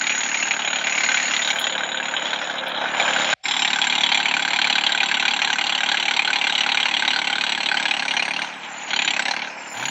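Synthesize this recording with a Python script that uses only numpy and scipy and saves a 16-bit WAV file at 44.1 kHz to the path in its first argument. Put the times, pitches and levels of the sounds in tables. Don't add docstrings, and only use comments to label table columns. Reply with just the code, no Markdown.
import sys
import numpy as np
from scipy import signal
from scipy.fft import rfft, irfft
from scipy.io import wavfile
from scipy.ndimage import uniform_filter1d, minimum_filter1d

SR = 44100
rng = np.random.default_rng(int(sys.argv[2]) if len(sys.argv) > 2 else 0)


def output_pcm(signal):
    pcm = np.clip(np.atleast_2d(signal).T, -1, 1) * 32767
    wavfile.write(sys.argv[1], SR, np.round(pcm).astype(np.int16))


N = 436590
T = np.arange(N) / SR

# time in seconds, firings per second.
FIRING_RATE = ([(0.0, 36.054), (0.8, 36.298), (1.62, 36.178), (3.34, 36.171)], [(3.43, 36.234),
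                (4.93, 36.099), (5.73, 36.212), (7.77, 36.06), (8.08, 34.874), (8.23, 35.16),
                (8.54, 37.701), (8.71, 37.318), (9.09, 34.062), (9.26, 34.652), (9.46, 37.435),
                (9.59, 37.788), (9.9, 34.322)])
FIRINGS_DONE = (2.6, 2.1)
CYLINDER_DB = [-3, -5, -3.5]
# time in seconds, nominal peak in dB, strongest ring in Hz.
HARD_KNOCKS = [(0.0682, -6.5, 2340), (0.095, -7, 2385), (0.1226, -12, 2480), (0.2334, -9, 2680),
               (0.3436, -6.5, 2390), (0.3985, -9.5, 2135), (0.4259, -4, 2690), (0.509, -5, 2340),
               (0.6748, -9.5, 2400), (0.869, -9, 2300), (0.8953, -8, 2380), (0.9778, -5.5, 2290),
               (1.0061, -6.5, 2300), (1.0337, -5, 2170), (1.0879, -1, 1550), (1.143, -2, 1490),
               (1.1717, -2, 2310), (1.3359, -2.5, 2020), (1.3643, -4.5, 3750), (1.4187, -6, 3600),
               (1.4745, -8, 3700), (1.503, -5.5, 2280), (1.6681, -8, 2680), (1.391, -9, 1980),
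               (1.447, -9, 3870), (1.779, -10, 3620), (2.083, -12.5, 1480), (2.255, -11.5, 3300),
               (2.331, -12.5, 1530), (2.414, -11, 1450), (2.9982, -3, 2375), (3.0785, -7.5, 1600),
               (3.1618, -6, 1504), (3.2442, -6, 3320), (3.328, -6, 1560), (3.4542, -10, 2305),
               (3.6483, -7, 2345), (3.8154, -3.5, 3330), (3.8977, -8, 3300), (4.0344, -3, 3300),
               (4.1172, -3, 3380), (4.1451, -6, 2430), (4.1736, -6, 2360), (4.5323, -6, 3350),
               (4.6435, -9, 2360), (4.6984, -4.5, 2900), (4.8371, -7, 2800), (5.1134, -5.5, 1630),
               (5.2521, -8, 1514), (5.3634, -9, 3450), (5.4177, -5.5, 2470), (5.6113, -7, 2860),
               (5.6946, -7, 2800), (5.9156, -7, 1620), (6.1097, -7, 1490), (6.3576, -4.5, 2840),
               (6.607, -4, 2940), (6.7722, -6.5, 2380), (6.8555, -4.5, 2810), (7.0226, -7.5, 1565),
               (7.077, -6, 3880), (7.3274, -7.5, 3090), (7.7704, -6.5, 3000), (7.8542, -7, 1650),
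               (8.0807, -11, 2380), (8.167, -6, 2980), (8.2234, -7.5, 2580), (8.9052, -10.5, 2870),
               (8.9616, -8.5, 3090), (8.99, -9, 2480), (9.0189, -9, 2610), (9.0768, -6.5, 2550),
               (9.1357, -11.5, 2530), (9.2539, -9.5, 2050), (9.282, -9.5, 1726), (9.3098, -7.5, 4070)]
# frequency in Hz, width in Hz before the knock broadens it, relative level in dB.
BLOCK_MODES = [(811, 42, 8), (930, 79, 4.5), (1000, 42, 2.5), (1537, 89, 5), (1952, 44, 10.5),
               (2117, 80, 8.5), (2395, 295, 9.5), (2818, 150, 12.5), (3144, 78, 6.5), (3372, 58, 12),
               (3822, 124, 15.5), (4123, 99, 13.5), (4560, 200, 8.5), (5813, 100, 11.5)]
# frequency in Hz, relative level in dB per Hz.
BLOCK_SPECTRUM = [(150, -29.5), (250, -23.5), (430, -21), (620, -8.5), (850, 2.5), (1150, -4.5),
                  (1550, -1.5), (2400, 0.5), (4000, -15.5), (4600, -23), (5150, -19.5), (5800, -5),
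                  (6400, 0.5), (7500, -12), (7900, -35), (9200, -21), (16000, -78)]
# lower edge in Hz, upper edge in Hz.
BANDS_HZ = ([1800, 3000], [250, 680], [680, 1100], [1100, 1800], [3000, 4100], [4100, 4800], [4800, 5500],
             [5500, 9000])
HEARD = [(0, -24.5, -0.5, 7), (0.4, -27, 0, 0.5), (0.7, -29.5, 0.77, 3.5), (1, -23.5, 0, 4),
         (1.3, -25, -0.2, 1), (1.6, -31, 1, 6), (2.1, -30.5, 1.07, 7), (2.35, -32, 1, 3),
         (2.6, -35.5, 1, -4), (3.05, -28.5, 1, -2.5), (3.33, -25, 0.5, 2), (3.46, -25, 2.5, 9),
         (4.2, -25, 3, 9.5), (4.6, -24.5, 3.0, 10.5), (7, -24.5, 3, 12.5), (8, -26.5, 3.5, 13),
         (8.4, -29, 3.5, 10.5), (9.1, -25.5, 3, 13), (9.4, -29, 5.5, 13.5), (9.9, -28.5, 3, 9.5)]
# level in dB relative to the reference band
# at 0.25-0.68, 0.68-1.1, 1.1-1.8, 3-4.1, 4.1-4.8, 4.8-5.5 and 5.5-9 kHz.
POSE_BANDS_DB = [(-19.5, -13, -6, -6.5, -13.5, -20.5, -15), (-8, -4, 0.5, 0, -16, -20.5, -19),
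                 (-26, -3.5, -1.5, 2.5, -18.5, 3.5, -15), (-16.5, -5, -4, -1, -10, -26.5, -16.5),
                 (-9.5, -3, -2.5, -5.5, -8, -16, -12.5)]
# usual upper ring in Hz, spread of the later blows in seconds.
POSE_RING_HZ = [2300, 3475, 3350, 2840, 2644]
POSE_BLUR_S = [.005, .012, .006, .006, .006]
# whistle offset in dB, its fall within a firing in dB, share of its sag in pitch.
POSE_WHISTLE_DB = [-2, -7.5, 5, -2, 1]
POSE_FALL_DB = [1, -1.5, 6, -12, -11]
POSE_BEND = [0.97, 0.53, 0.81, 0.94, 1]
POSE_RUMBLE_DB = [-46.5, -48, -46, -46, -48.5]
# start in seconds, end in seconds, change in dB.
DULL = [(1.713, 2.21, -8), (2.526, 2.94, -7)]
# fuel cut in seconds, fuel back in seconds, length of the return in seconds.
LIFT_OFFS = [(8.414, 8.875, 0.056), (9.387, 9.714, 0.13)]
LIFT_BANDS_DB = (-3, -3.5, -2, -6, -7.5, -1.5, -4)
# time in seconds, pitch in Hz.
WHISTLE_PITCH = [(0, 6870), (0.5, 6800), (1.5, 6930), (2.55, 6920), (3.1, 7040), (3.33, 6980), (3.46, 7380),
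                 (5.5, 7560), (7.8, 7780), (8, 7960), (8.32, 8600), (8.43, 8580), (8.62, 7600),
                 (8.78, 7020), (8.9, 6860), (9.07, 7200), (9.3, 8120), (9.45, 8300), (9.6, 7450),
                 (9.8, 7000), (9.9, 7020)]
# pitch in Hz, level in dB before the other offsets.
WHISTLE_BY_PITCH = [(6950, -27), (7150, -28), (7400, -35), (7800, -43), (8300, -50), (8760, -42)]
# centre in seconds, half length in seconds, change in dB.
WHISTLE_DIPS = [(2.407, 0.25, -10), (2.74, 0.26, -20), (8.347, 0.054, -11), (9.45, 0.14, -19)]
# from this pitch in Hz, to this pitch in Hz, down to this share.
BEND_FADES_HZ = (7370, 8450, 0.34)
# time in seconds, level in dB.
PUFFS = [(0, -45.5), (2.6, -46.5), (3.2, -38.5), (3.46, -46.5), (4, -42.5), (6.1, -47), (8.4, -44),
         (9.9, -46)]
# frequency in Hz, relative gain in dB.
PIPE = [(30, -55.5), (108, -20), (145, -8), (180, -0.5), (217, -2.5), (253, 2.5), (290, -4.5), (325, -3),
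        (380, -27.5), (450, -31), (900, -56.5), (3000, -94)]
# frequency in Hz, relative level in dB per Hz.
RUMBLE = [(30, -68.5), (100, -37), (170, -20.5), (220, -5), (300, -4.5), (420, -8.5), (550, -15),
          (900, -94)]
# time in seconds, level in dB.
AIR = ([(0, -70), (1.1, -68.5), (1.55, -57), (1.7, -79), (3.46, -67), (3.8, -71), (9.64, -77), (9.72, -55),
        (9.9, -51)],)
# frequency in Hz, relative level in dB per Hz.
AIR_COLOUR = [(6000, -49), (8600, -22), (9500, 1), (12500, -5.5), (14000, -14.5), (15000, -6), (16000, -6)]
# time in seconds, peak level in dB, decay by 60 dB in seconds.
RUSTLES = [(1.477, -46, 0.03), (1.597, -29.5, 0.05), (1.612, -46, 0.078), (2.682, -41.5, 0.048)]
# time in seconds, level in dB.
GEAR = [(0.8, -66), (1.0, -52), (1.5, -52), (1.75, -43), (2.75, -47), (2.9, -50), (3.05, -41.5),
        (3.34, -46), (3.44, -69)]
# frequency in Hz, relative level in dB per Hz.
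WASH = [(59, -39.5), (100, -10), (325, -30), (731, 0.5), (929, -23), (2290, -8.5), (4440, -16),
        (8160, -35.5), (10600, -49.5), (18000, -120)]

KNOCK_CREST_DB = 20
LOW_RING_HZ, LOW_RING_SHARE, RING_SPREAD = 1550, 0.27, 0.132
ACCENT_DB, ACCENT_SPREAD = 5, 0.085
CLANK_DB, CLANK_T60_S, CLANK_RISE_S = -8.5, 0.036, 0.0018
FLICKER_S, FLICKER_DB, FLICKER_DULL = .035, 2, 0.34
DULL_EDGE_S, DULL_WHISTLE_SHARE = 0.053, 0.63
CUT_S = 0.11
LIFT_DB, LIFT_KNOCK_DB, LIFT_EXHAUST_DB = -5.5, -21.5, -5.5
LIFT_WHISTLE_DB, LIFT_FALL_DB = -15, 23
WHISTLE_LATE = 0.023
GEAR_HZ = 529
HUM_START_S, HUM_FROM_HZ, HUM_TOP_HZ, HUM_WIND_S = 9.7, 45, 165.5, 0.097
HUM_DB, HUM_QUIET_DB, HUM_GROW_S = -47, -33, .035
DROP_S, DROP_SNAP_DB, DROP_DB, DROP_FADE_S = 3.338, -24, -58, .006
RETURN_S, RETURN_FADE_S = 3.430, .008
EDGE_HZ = 15800


def amp(db):
    return 10 ** (np.asarray(db) / 20)


def evened(x):
    return x / np.sqrt(np.mean(x ** 2) + 1e-20)


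def curves(tables):
    s, *columns = np.concatenate(tables).T
    return [np.interp(T, s, c) for c in columns]


def colour(x, points):
    f, db = np.transpose(points)
    hz = abs(np.fft.fftfreq(8192, 1 / SR))
    log_gain = np.interp(np.log(hz + 1), np.log(f + 1), db) * np.log(10) / 20
    taps = np.fft.ifft(np.exp(np.conj(signal.hilbert(log_gain)))).real[:4096]
    return signal.oaconvolve(x, taps)[:N]


def ring(x, hz, width):
    return signal.lfilter(*signal.iirpeak(hz, hz / width, SR), x)


def decay(x, t60):
    return signal.lfilter([1], [1, -np.exp(-np.log(1000) / (t60 * SR))], x)


def span(start, end, rise, fall):
    return np.clip((T - start) / rise, 0, 1) - np.clip((T - end) / fall, 0, 1)


def by_pose(values):
    return np.interp(curves([HEARD])[1], np.arange(len(values)), values)


def lifted():
    return sum(span(cut, back, CUT_S, takes) for cut, back, takes in LIFT_OFFS)


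def dull_db():
    return sum(db * span(a, b, DULL_EDGE_S, DULL_EDGE_S) for a, b, db in DULL)


def firings():
    count = np.zeros(N)
    for rows, done in zip(FIRING_RATE, FIRINGS_DONE):
        s, rate = np.transpose(rows)
        on = T >= s[0]
        count[on] = done + np.cumsum(np.interp(T[on], s, rate)) / SR
    return count + 1000 * 3 * (T >= FIRING_RATE[1][0][0])


def combustion(count, level_db):
    at = np.flatnonzero(np.diff(np.floor(count)) > 0)
    cylinder = count[at + 1].astype(int) % 3
    size_db = np.take(CYLINDER_DB, cylinder) + 1.1 * rng.standard_normal(len(at))
    low = rng.random(len(at) + 1) < LOW_RING_SHARE
    chance = rng.standard_normal(len(at) + 1)
    upper_hz = by_pose(POSE_RING_HZ)[np.append(0, at)] * np.exp(RING_SPREAD * chance)
    accent_hz = np.where(low, LOW_RING_HZ * np.exp(.03 * chance), upper_hz)
    for s, db, hz in HARD_KNOCKS:
        k = np.argmin(abs(at - s * SR))
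        at[k] = round(s * SR)
        size_db[k] = db - level_db[at[k]] - KNOCK_CREST_DB
        accent_hz[k + 1] = hz
    return at, size_db, accent_hz


def clank(at, size_db, accent_hz, firing):
    since = (np.arange(N) - np.append(0, at)[firing]) / SR
    envelope = amp(np.append(-99, size_db)[firing] - 60 * since / CLANK_T60_S)
    envelope *= 1 - np.exp(-since / CLANK_RISE_S)
    hz = accent_hz[firing]
    return envelope * np.minimum(1, hz / 2000) ** 2 * np.sin(2 * np.pi * hz * since)


def knock(count, level_db):
    at, size_db, accent_hz = combustion(count, level_db)
    later = np.arange(3) > 0
    scatter = rng.random((len(at), 3))
    delay = (0.002057 + by_pose(POSE_BLUR_S)[at, None] * scatter) * later
    blow_db = size_db[:, None] - later * (4.5 + 6 * rng.random(delay.shape))
    hits, first = np.zeros(N + SR), np.zeros(N)
    np.add.at(hits, at[:, None] + (delay * SR).astype(int), amp(blow_db))
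    hits = hits[:N]
    first[at] = amp(size_db)

    rattle_power = decay(hits ** 2, 0.022) + amp(-20.0) * decay(hits ** 2, 0.055)
    burst = decay(np.sqrt(rattle_power), 0.0052)
    burst /= burst[np.minimum(at + 40, N - 1)].mean() / amp(size_db).mean()

    firing = np.searchsorted(at, np.arange(N))
    out = amp(-4.5) * burst * rng.standard_normal(N)
    for hz, width, db in BLOCK_MODES:
        loose = min(1, hz / 2000) ** 1.5
        chance = np.clip(rng.standard_normal(len(at) + 1), -2, 1.2) * max(loose, .7)
        accent_db = ACCENT_DB * np.exp(-(np.log(hz / accent_hz) / ACCENT_SPREAD) ** 2)
        share = amp(db + 3. * chance + accent_db)[firing]
        struck = 16.2 * loose * hits + 30 * (1 - loose) * first
        struck = np.roll(struck, rng.integers(5, 70)) * rng.choice([-1, 1])
        rattle = loose * burst * rng.standard_normal(N)
        out += ring(share * (rattle + struck), hz, 1.17 * width)
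    return evened(evened(out) + amp(CLANK_DB) * evened(clank(at, size_db, accent_hz, firing)))


def roar():
    tick_db = 3. * np.minimum(rng.exponential(1, N), 3) - 12 * lifted()
    ticks = (rng.random(N) < 300 / SR) * amp(tick_db)
    rattle = (1 + 0.63 * decay(ticks, 0.019)) * rng.standard_normal(N)
    out, calm = rattle.copy(), 1 - 0.67 * lifted()
    steps = np.arange(0, N / SR + 1, .04)
    for hz, width, db in BLOCK_MODES:
        wander = np.interp(T, steps, rng.standard_normal(len(steps)))
        mode_db = db - 17 + 8 * calm * np.minimum(wander, 1.5)
        out += amp(mode_db) * ring(rattle, hz, width)
    duller = signal.butter(2, 6800, fs=SR, output="sos")
    return evened(signal.sosfilt(duller, out))


def block(count):
    level_db, _, knock_db = curves([HEARD])
    lift = lifted()
    dull = dull_db()
    level_db = level_db + LIFT_DB * lift
    tilt_db = [by_pose(db) + lift_db * lift for db, lift_db in zip(np.transpose(POSE_BANDS_DB), LIFT_BANDS_DB)]
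    tilt_db[-3:] = [db + dull for db in tilt_db[-3:]]
    steps = np.arange(0, N / SR + 1, FLICKER_S)
    flicker_db = FLICKER_DB + FLICKER_DULL * abs(dull) + FLICKER_DB * lift
    for k, patches in zip(range(-4, 0), rng.standard_normal((4, len(steps)))):
        tilt_db[k] = tilt_db[k] + flicker_db * np.interp(T, steps, patches)

    share = amp(knock_db + LIFT_KNOCK_DB * lift)
    mix = (share * knock(count, level_db) + roar()) / np.sqrt(1 + share ** 2)
    spectrum = rfft(colour(mix, BLOCK_SPECTRUM))
    hz, out = np.fft.rfftfreq(N, 1 / SR), np.zeros(N)
    for (lo, hi), db in zip(BANDS_HZ, [0] + tilt_db):
        band = np.clip((hz - lo) / 200 + .5, 0, 1) - np.clip((hz - hi) / 200 + .5, 0, 1)
        out += amp(level_db + db) * evened(irfft(spectrum * band, N))
    return out


def whistle(count):
    hz = curves([WHISTLE_PITCH])[0]
    level_db = np.interp(hz, *np.transpose(WHISTLE_BY_PITCH)) + by_pose(POSE_WHISTLE_DB)
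    level_db += LIFT_WHISTLE_DB * lifted() + DULL_WHISTLE_SHARE * dull_db()
    level_db += sum(db * np.clip(1 - abs(T - s) / half, 0, 1) for s, half, db in WHISTLE_DIPS)

    count = np.maximum(count - WHISTLE_LATE, 0)
    part = count % 1
    flow_db = np.interp(part, [0, .06, .14, .3, .78, .92, 1], [-22.0, -0.5, 1.5, -4.5, -2.5, -17.5, -27.0])
    fall_db = by_pose(POSE_FALL_DB) + LIFT_FALL_DB * lifted()
    flow_db += fall_db * np.clip((part - .15) / 0.44, 0, 1)

    bend = np.interp(part, [0, .1, .25, .6, 1], [.945, .96, 1.003, 1.002, .965])
    bend_share = by_pose(POSE_BEND) * np.interp(hz, BEND_FADES_HZ[:2], [1, BEND_FADES_HZ[2]])
    bend = 1 + bend_share * (bend - 1)
    waver = evened(uniform_filter1d(rng.standard_normal(N), 120))
    tone = np.sin(2 * np.pi * np.cumsum(hz * bend * (1 + 0.0026 * waver)) / SR)

    flutter_db = 2.4 * evened(uniform_filter1d(rng.standard_normal(N), 90))
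    firing_db = 2. * rng.standard_normal(int(count.max()) + 1)[count.astype(int)]
    gain = uniform_filter1d(amp(flow_db + flutter_db + firing_db), 44)
    mean_power = uniform_filter1d(gain ** 2, SR // 3)
    return amp(level_db) * tone * gain * np.sqrt(2 / mean_power)


def exhaust(count):
    puffs_db = curves([PUFFS])[0] + LIFT_EXHAUST_DB * lifted()
    rumble_db = by_pose(POSE_RUMBLE_DB) + LIFT_EXHAUST_DB * lifted()
    late = count - .2
    puffs = np.append(0, np.diff(np.floor(late)) > 0) * amp(0.86 * rng.standard_normal(N))
    rumble = evened(colour(rng.standard_normal(N), RUMBLE))
    return amp(puffs_db) * evened(colour(puffs, PIPE)) + amp(rumble_db) * rumble


def air(count):
    flicker_db = 3.0 * evened(uniform_filter1d(rng.standard_normal(N), 900))
    flicker_db += 2. * np.cos(2 * np.pi * (count - .15))
    level = amp(curves(AIR)[0] + flicker_db * (T < HUM_START_S))
    for s, db, t60 in RUSTLES:
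        level = level + amp(db - 60 * np.maximum(T - s, 0) / t60 - 4800 * np.maximum(s - T, 0))
    return level * evened(colour(rng.standard_normal(N), AIR_COLOUR))


def gear():
    db = curves([GEAR])[0]
    noise = rng.standard_normal((2, N))
    waver = evened(signal.lfilter([1], [1, -np.exp(-np.pi * 9. / SR)], noise))
    tone = (waver[0] + 1j * waver[1]) * np.exp(2j * np.pi * GEAR_HZ * T)
    return np.sqrt(2) * amp(db) * tone.real


def hum():
    t = np.maximum(T - HUM_START_S, 0)
    hz = HUM_TOP_HZ - (HUM_TOP_HZ - HUM_FROM_HZ) * np.exp(-t / HUM_WIND_S)
    db = HUM_DB + HUM_QUIET_DB * np.exp(-(t / HUM_GROW_S) ** 2 / 2)
    return np.sqrt(2) * amp(db) * np.sin(2 * np.pi * np.cumsum(hz) / SR) * (t > 0)


def scene():
    count = firings()
    return (block(count) + whistle(count) + exhaust(count) + gear() + air(count) + hum())[None]


def dropout_db():
    off = DROP_DB + (DROP_SNAP_DB - DROP_DB) * np.exp(-np.maximum(T - DROP_S, 0) / DROP_FADE_S)
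    snap = np.clip((T - DROP_S) * 1000, 0, 1)
    return off * snap * np.exp(-np.maximum(T - RETURN_S, 0) / RETURN_FADE_S)


def record(dry):
    room = np.minimum(1, .6 / (abs(dry) + 1e-9))
    held = dry * uniform_filter1d(minimum_filter1d(room, 265), 265)
    bass_cut = signal.butter(3, 85, "high", fs=SR, output="sos")
    cut = signal.sosfilt(bass_cut, held * amp(dropout_db()))
    cut += amp(-81.5) * evened(ring(ring(rng.standard_normal(N), 48, 40), 48, 40))
    cut += amp(-63.0) * evened(colour(rng.standard_normal(N), WASH))
    treble_edge = signal.firwin(511, EDGE_HZ, window=("kaiser", 9), fs=SR)
    return signal.oaconvolve(cut, treble_edge[None], "same")


dry = scene()
out = record(dry)
output_pcm(out)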